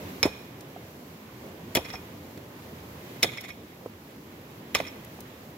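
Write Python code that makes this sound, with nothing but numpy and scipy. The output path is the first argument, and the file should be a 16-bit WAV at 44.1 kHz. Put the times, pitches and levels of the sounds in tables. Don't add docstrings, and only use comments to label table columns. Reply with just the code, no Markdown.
import sys
import numpy as np
from scipy import signal
from scipy.fft import rfft, irfft, next_fast_len
from scipy.io import wavfile
from scipy.ndimage import uniform_filter1d

SR = 44100
rng = np.random.default_rng(int(sys.argv[2]) if len(sys.argv) > 2 else 0)


def persist_wave(psi):
    counts = np.round(np.clip(psi, -1, 1) * 32767).astype(np.int16)
    wavfile.write(sys.argv[1], SR, np.atleast_2d(counts).T)


N = 245637

# [f/Hz, level/dB]
CREEK_SPECTRUM = [(25, -47), (55, -15), (85, -1), (240, -1.5), (500, -7.5), (780, -14), (1020, -15),
                  (1350, -21), (2100, -21), (5000, -29.5), (7000, -31.5), (8800, -38), (13300, -27.5),
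                  (15800, -31.5)]
# [t/s, level/dB]
CREEK_LEVEL = [(0.0, -39.5), (0.09, -39.5), (0.34, -45), (0.91, -46.5), (1.78, -44), (2.47, -45.5),
               (3.24, -42.5), (3.47, -47), (4.03, -48), (4.92, -44.5), (5.57, -46.5)]
RUSH_OFFSET_DB, GURGLE_DB, HISS_FLICKER_DB = 0.5, 1.1, 0.58

# [f/Hz, side minus mid/dB]
AMBIENT_WIDTH = [(60, -14), (130, -39), (290, -15.5), (600, -7.5), (1300, 1.5), (15000, 0)]
# [f/Hz, side minus mid/dB]
SPOT_WIDTH = [(60, -25), (290, -6), (640, -16), (1400, 3.5), (3100, -6.5), (6800, -4), (15000, -8)]
# [f/Hz, left minus right/dB]
PORT_BALANCE = [(100, -0.3), (380, -0.5), (700, -4.5), (1300, -5.5), (2400, -3.5), (4400, -2.5), (7300, 1),
                (8500, 8.5), (11000, 7), (13000, 20.5), (15000, 14)]
TOP_HZ, CEILING = 15750, 0.7

# [f/Hz, level/dB]
HEAD_MODES = [(1178, -6), (2040, 4.5), (2214, 1.5), (2450, 4), (2941, -22), (3283, 7), (3550, 0), (3865, 2),
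              (4230, -18), (5395, 17), (6650, -17), (7120, -4), (10350, -9), (11360, -15), (12700, -26),
              (14980, -17)]
# [f/Hz, level/dB]
STONE_SPECTRUM = [(150, -15), (500, 9.5), (900, -7.5), (1400, -4), (1900, 1.5), (2400, 3), (2800, -5.5),
                  (3700, -2), (4800, -5), (7000, -7), (8000, -11), (9500, -14), (11300, -7), (15500, -16)]
# [f/Hz, level/dB]
SOIL_SPECTRUM = [(25, 9), (70, -4), (150, -16), (280, -10), (550, -5), (900, -10), (1600, -28),
                 (4000, -37.5)]
# [f/Hz, level/dB]
FOREST_SPECTRUM = [(60, -14), (400, -14), (1200, -1), (2400, -1), (3600, 1), (5500, -9), (9000, -3),
                   (16000, -7)]

# [t/s, strength/dB, brightness/(dB/octave), stone pitch f/Hz, soil pitch f/Hz,
#   ring focus f/Hz: first stone, second stone, grinding; grinding length/s,
#   level/dB re strength: graze, tip, first ring, second stone, shoved soil, lingering ring]
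BLOWS = [(.229, 4.8, -1.5, 3900, 532, 5395, 2450, 5395, 0.036, -32, -1.5, 0.5, -4.5, -4.5, -17),
         (1.751, 1.4, 4.5, 3180, 460, 2214, 3283, 5395, 0.023, -18, 0.5, -15, 1, 3, -24),
         (3.229, 5.2, 2, 3600, 289, 2214, 3865, 3700, 0.016, -13, 1, -2.5, 0, -5, -27),
         (4.749, 5.4, 1, 2970, 560, 2450, 1178, 4270, 0.043, -12, -7.5, -2, -4.5, -5, -23)]
GRAZE_LEAD_S, GRAZE_S = 0.0038, 0.006
TIP_S, TIP_HZ, TIP_TILT_DB_PER_OCT = 0.0042, 7020, 2
TIP_RING_DB, TIP_RING_HZ, TIP_T60_S = -10.5, 10350, 0.032
CRACK_S, CRACK_T60_S = 0.0037, 0.071
SECOND_LAG_S, SECOND_S, SECOND_TILT_DB_PER_OCT = 0.005, 0.012, -1
SECOND_RING_DB, SECOND_T60_S = -0.5, 0.022
SETTLE_LAG_S, SETTLE_DB = 0.014, -9.5
SETTLE_HZ, SETTLE_TILT_DB_PER_OCT = 3540, -1
GRIND_RING_DB, GRIND_T60_S = -19.5, 0.15
LINGER_HZ, LINGER_T60_S = 2470, 0.9
PUSH_LAG_S, PUSH_T60_S, PUSH_CRUMBLE_DB = 0.002, 0.085, 10.5

# [t/s, jolt against stone level/dB, thud level/dB, thud f/Hz, slumping earth level/dB]
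STOPS = [(.2546, -18, 8.5, 312, 4.5), (1.7705, 4, 3.5, 322, 2.5), (3.2433, -4.5, -3.5, 727, -5),
         (4.8015, -5.5, -2, 643, -5.5)]
JOLT_S, JOLT_HZ, JOLT_TILT_DB_PER_OCT = 0.005, 3280, -5.5
JOLT_RING_DB, JOLT_RING_HZ, JOLT_T60_S = -6.5, 2450, 0.042
STOP_T60_S, STOP_CRUMBLE_DB = 0.019, -6.5
SLUMP_LAG_S, SLUMP_HZ, SLUMP_T60_S, SLUMP_CRUMBLE_DB = 0.00401, 430, 0.052, 5

# [t/s, energy level/dB, brightness/(dB/octave)]
GRIT_TICKS = [(0.608, -21.5, 5), (2.375, -22.5, 0), (3.409, -14, 12), (3.4905, -22, 14), (5.047, -19.5, 11),
              (5.2052, -17.5, 7.5)]
# [t/s, energy level/dB, pitch f/Hz, T60/s, crumble level re body/dB]
CLODS = [(.762, -12, 714, .03, -3), (1.938, -7.5, 730, 0.075, 5), (3.8602, -5.5, 495, 0.019, -3.5),
         (5.1895, -20.5, 765, .014, -3)]
# [t/s, length/s, rasp level/dB, ring level/dB, ring f/Hz, release clink level/dB]
SCRAPES = [(1.842, .018, -12, -18, 5400, -18), (1.885, 0.024, -11.5, -17, 5400, -17),
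           (1.927, 0.026, -11.5, -12.5, 5670, -12.5), (3.256, 0.033, -18, -11, 3550, -12),
           (3.313, 0.031, -15, -22, 3550, -21), (3.369, 0.012, -13, -16, 5400, -7.5),
           (3.395, 0.033, -24, -20, 4230, -30), (3.436, 0.019, -11.5, -22, 7120, -19),
           (3.48, 0.023, -12, -26, 5400, -12), (4.836, 0.013, -24, -26, 3865, -16),
           (4.866, 0.017, -13.5, -15, 5400, -21)]
SCRAPE_TILT_DB_PER_OCT, SING_T60_S = -2, 0.053
CLINK_HZ, CLINK_T60_S, RELEASE_S = 2330, 0.093, 0.0024


def undb(db):
    return 10 ** (np.asarray(db) / 20)


def unit(x):
    return x / np.sqrt(np.mean(np.sum(x ** 2, axis=-1)))


def at(points, hz):
    f, db = np.transpose(points)
    return np.interp(np.log(np.maximum(hz, 1)), np.log(f), db)


def colour(x, shape):
    n = next_fast_len(2 * x.shape[-1], True)
    n += n % 2
    cepstrum = irfft(np.log(undb(shape(np.fft.rfftfreq(n, 1 / SR)))))
    cepstrum[1:n // 2] *= 2
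    cepstrum[n // 2 + 1:] = 0
    response = np.exp(rfft(cepstrum))
    return irfft(rfft(x, n) * response)[..., :x.shape[-1]]


def tilt(hz, slope_db_per_oct):
    return slope_db_per_oct * np.log2(np.maximum(hz, 1000) / 3000)


def add(out, t_s, x):
    i = int(t_s * SR)
    out[:, i:i + x.shape[-1]] += x[..., :N - i]


def clock():
    return np.arange(SR // 3) / SR


def spread(mid, side, width):
    side = colour(side, lambda f: at(width, f))
    return np.array([mid + side, mid - side])


def walk(rate_hz):
    k = int(SR / rate_hz)
    steps = np.repeat(rng.standard_normal(N // k + 1), k)
    return 1.54 * uniform_filter1d(uniform_filter1d(steps, k), k)[:N]


def creek(gurgle_db, hiss_flicker_db):
    n = 2 ** 18
    hz = np.fft.rfftfreq(n, 1 / SR)
    noise = rfft(rng.standard_normal((2, n)))
    water = 0
    edges_hz = [0, 100, 200, 400, 800, 1600, 4000, SR]
    for lo, hi in zip(edges_hz, edges_hz[1:]):
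        depth_db = gurgle_db if lo < 800 else hiss_flicker_db
        band = irfft(noise * ((hz >= lo) & (hz < hi)))[:, :N]
        water = water + band * undb(depth_db * walk(16))
    water = colour(spread(*water, AMBIENT_WIDTH), lambda f: at(CREEK_SPECTRUM, f))
    level_db = np.interp(np.arange(N) / SR, *np.transpose(CREEK_LEVEL))
    return water / np.std(water.mean(axis=0)) * undb(RUSH_OFFSET_DB + level_db)


def grains(envelope, spread_db, width=SPOT_WIDTH):
    n = len(envelope)
    size = np.repeat(undb(spread_db * rng.standard_normal(n // 10 + 1)), 10)[:n]
    mid_side = envelope * size * rng.standard_normal((2, n))
    return spread(*mid_side, width)


def stone_on_steel(hz, tilt_db_per_oct, bump_db=6, bump_hz=140):
    off_mode_hz = np.min(np.abs(hz - np.array(HEAD_MODES)[:, :1]), axis=0)
    lift_db = bump_db / (1 + (off_mode_hz / bump_hz) ** 2)
    return at(STONE_SPECTRUM, hz) + tilt(hz, tilt_db_per_oct) + lift_db


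def crunch(db, length_s, stone_hz, tilt_db_per_oct):
    def shape(f):
        pitch_db = 7 / (1 + ((f - stone_hz) / 300) ** 2)
        return stone_on_steel(f, tilt_db_per_oct) + pitch_db

    cracks = grains(np.exp(-(clock() / length_s) ** 1.3), spread_db=4.5)
    return undb(db) * unit(colour(cracks, shape))


def head_ring(focus_hz, t60_s, focus_db=12, treble_damping=0.17, split=0.0094, twin_db=-7):
    t = clock()
    hz, db = np.transpose(HEAD_MODES)[:, :, None]
    db = db - focus_db * np.sqrt(np.abs(np.log2(hz / focus_hz)) / 0.5)
    decay = undb(db - 60 * t / t60_s * (hz / 2500) ** treble_damping)
    main = np.exp(2j * np.pi * hz * t)
    twin = undb(twin_db) * np.exp(2j * np.pi * hz * (1 + split) * t)
    modes = decay * (main + twin)
    polarity = (-1) ** np.arange(len(hz))[:, None]
    skew_rad = np.minimum(hz / 10000, 0.7)
    return np.array([np.sum(polarity * modes * np.exp(1j * side * skew_rad), axis=0).imag
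                     for side in (1, -1)])


def clang(db, focus_hz, t60_s):
    return undb(db) * unit(head_ring(focus_hz, t60_s))


def rubbed(slips, focus_hz, t60_s, focus_db=18):
    ringing = signal.fftconvolve(slips, head_ring(focus_hz, t60_s, focus_db), axes=1)
    return unit(ringing[:, :slips.shape[1]])


def linger(db):
    t = clock()
    fade = 1 - (t / t[-1]) ** 10
    tone = np.sin(2 * np.pi * LINGER_HZ * t) * undb(-60 * t / LINGER_T60_S) * fade
    return undb(db) * unit(tone)


def thud(db, hz, t60_s, crumble_db):
    t = clock()
    onset = 1 - np.exp(-t / 0.00045)
    body = -np.sin(2 * np.pi * hz * t) * undb(-60 * t / t60_s) * onset
    crumble = grains(np.exp(-t / (0.24 * t60_s)), spread_db=5)
    crumble = colour(crumble, lambda f: at(SOIL_SPECTRUM, f * 450 / hz))
    return undb(db) * unit(unit(body) + undb(crumble_db) * unit(crumble))


def blows():
    out = np.zeros((2, N))
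    for (t_s, db, bright, stone_hz, soil_hz, first_hz, second_hz, grind_hz, grind_s,
         graze_db, tip_db, ring_db, second_db, push_db, linger_db) in BLOWS:
        add(out, t_s - GRAZE_LEAD_S, crunch(db + graze_db, GRAZE_S, stone_hz, bright))

        add(out, t_s, crunch(db + tip_db, TIP_S, TIP_HZ, bright + TIP_TILT_DB_PER_OCT))
        add(out, t_s, clang(db + tip_db + TIP_RING_DB, TIP_RING_HZ, TIP_T60_S))

        add(out, t_s, crunch(db, CRACK_S, stone_hz, bright))
        add(out, t_s, clang(db + ring_db, first_hz, CRACK_T60_S))
        add(out, t_s, linger(db + linger_db))
        add(out, t_s + PUSH_LAG_S, thud(db + push_db, soil_hz, PUSH_T60_S, PUSH_CRUMBLE_DB))

        second_t_s = t_s + SECOND_LAG_S
        add(out, second_t_s, crunch(db + second_db, SECOND_S, stone_hz, bright + SECOND_TILT_DB_PER_OCT))
        add(out, second_t_s, clang(db + second_db + SECOND_RING_DB, second_hz, SECOND_T60_S))

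        settle_t_s = t_s + SETTLE_LAG_S
        slips = grains(np.exp(-clock() / grind_s), spread_db=4)
        grinding = rubbed(slips, grind_hz, GRIND_T60_S, focus_db=44)
        add(out, settle_t_s, crunch(db + SETTLE_DB, grind_s, SETTLE_HZ, SETTLE_TILT_DB_PER_OCT))
        add(out, settle_t_s, undb(db + GRIND_RING_DB) * grinding)
    return out


def forest(x, wet_db, t60_s):
    t = np.arange(SR) / SR
    envelope = undb(-60 * t / t60_s) * (1 - np.exp(-t / 0.0055))
    echoes = unit(grains(envelope, spread_db=6.5, width=AMBIENT_WIDTH))
    echoes = colour(echoes, lambda f: at(FOREST_SPECTRUM, f))
    return undb(wet_db) * signal.fftconvolve(x, echoes, axes=1)[:, :N]


def stops():
    out = np.zeros((2, N))
    for t_s, jolt_db, thud_db, thud_hz, slump_db in STOPS:
        add(out, t_s, crunch(jolt_db, JOLT_S, JOLT_HZ, JOLT_TILT_DB_PER_OCT))
        add(out, t_s, clang(jolt_db + JOLT_RING_DB, JOLT_RING_HZ, JOLT_T60_S))
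        add(out, t_s, thud(thud_db, thud_hz, STOP_T60_S, STOP_CRUMBLE_DB))
        add(out, t_s + SLUMP_LAG_S, thud(slump_db, SLUMP_HZ, SLUMP_T60_S, SLUMP_CRUMBLE_DB))
    return out


def ticks():
    out, t = np.zeros((2, N)), clock()
    for t_s, db, bright in GRIT_TICKS:
        chips = grains(np.exp(-t / 0.004), spread_db=4)
        chips = colour(chips, lambda f: at(STONE_SPECTRUM, f) + tilt(f, bright))
        add(out, t_s, undb(db) * unit(chips))
    return out


def clods():
    out = np.zeros((2, N))
    for t_s, db, hz, t60_s, crumble_db in CLODS:
        add(out, t_s, thud(db, hz, t60_s, crumble_db))
    return out


def scrapes():
    out, t = np.zeros((2, N)), clock()
    for t_s, length_s, rasp_db, sing_db, sing_hz, clink_db in SCRAPES:
        drag = (t / length_s) ** 0.41 * np.exp(-(t / length_s) ** 3)
        slips = grains(drag, spread_db=7.0)
        rasp = colour(slips, lambda f: stone_on_steel(f, SCRAPE_TILT_DB_PER_OCT))
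        add(out, t_s, undb(rasp_db) * unit(rasp))
        add(out, t_s, undb(sing_db) * rubbed(slips, sing_hz, SING_T60_S, focus_db=26))
        release = grains(np.exp(-t / RELEASE_S), spread_db=3.0)
        add(out, t_s + length_s, undb(clink_db) * rubbed(release, CLINK_HZ, CLINK_T60_S))
    return out


def scene():
    high_pass = signal.butter(4, 70, "high", fs=SR, output="sos")
    digging = signal.sosfilt(high_pass, blows() + stops() + clods() + scrapes())
    echo = forest(digging, wet_db=-16, t60_s=0.98)
    return digging + echo + ticks() + creek(GURGLE_DB, HISS_FLICKER_DB)


def record(dry):
    def port(x, side):
        return colour(x, lambda f: -10 * np.log10((1 + undb(-2 * side * at(PORT_BALANCE, f))) / 2))

    ports = np.array([port(x, side) for x, side in zip(dry, (1, -1))])
    rounded = CEILING * np.tanh(ports / CEILING)
    low_pass = signal.ellip(10, 0.2, 70, TOP_HZ, fs=SR, output="sos")
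    return signal.sosfilt(low_pass, rounded)


dry = scene()
out = record(dry)
persist_wave(out)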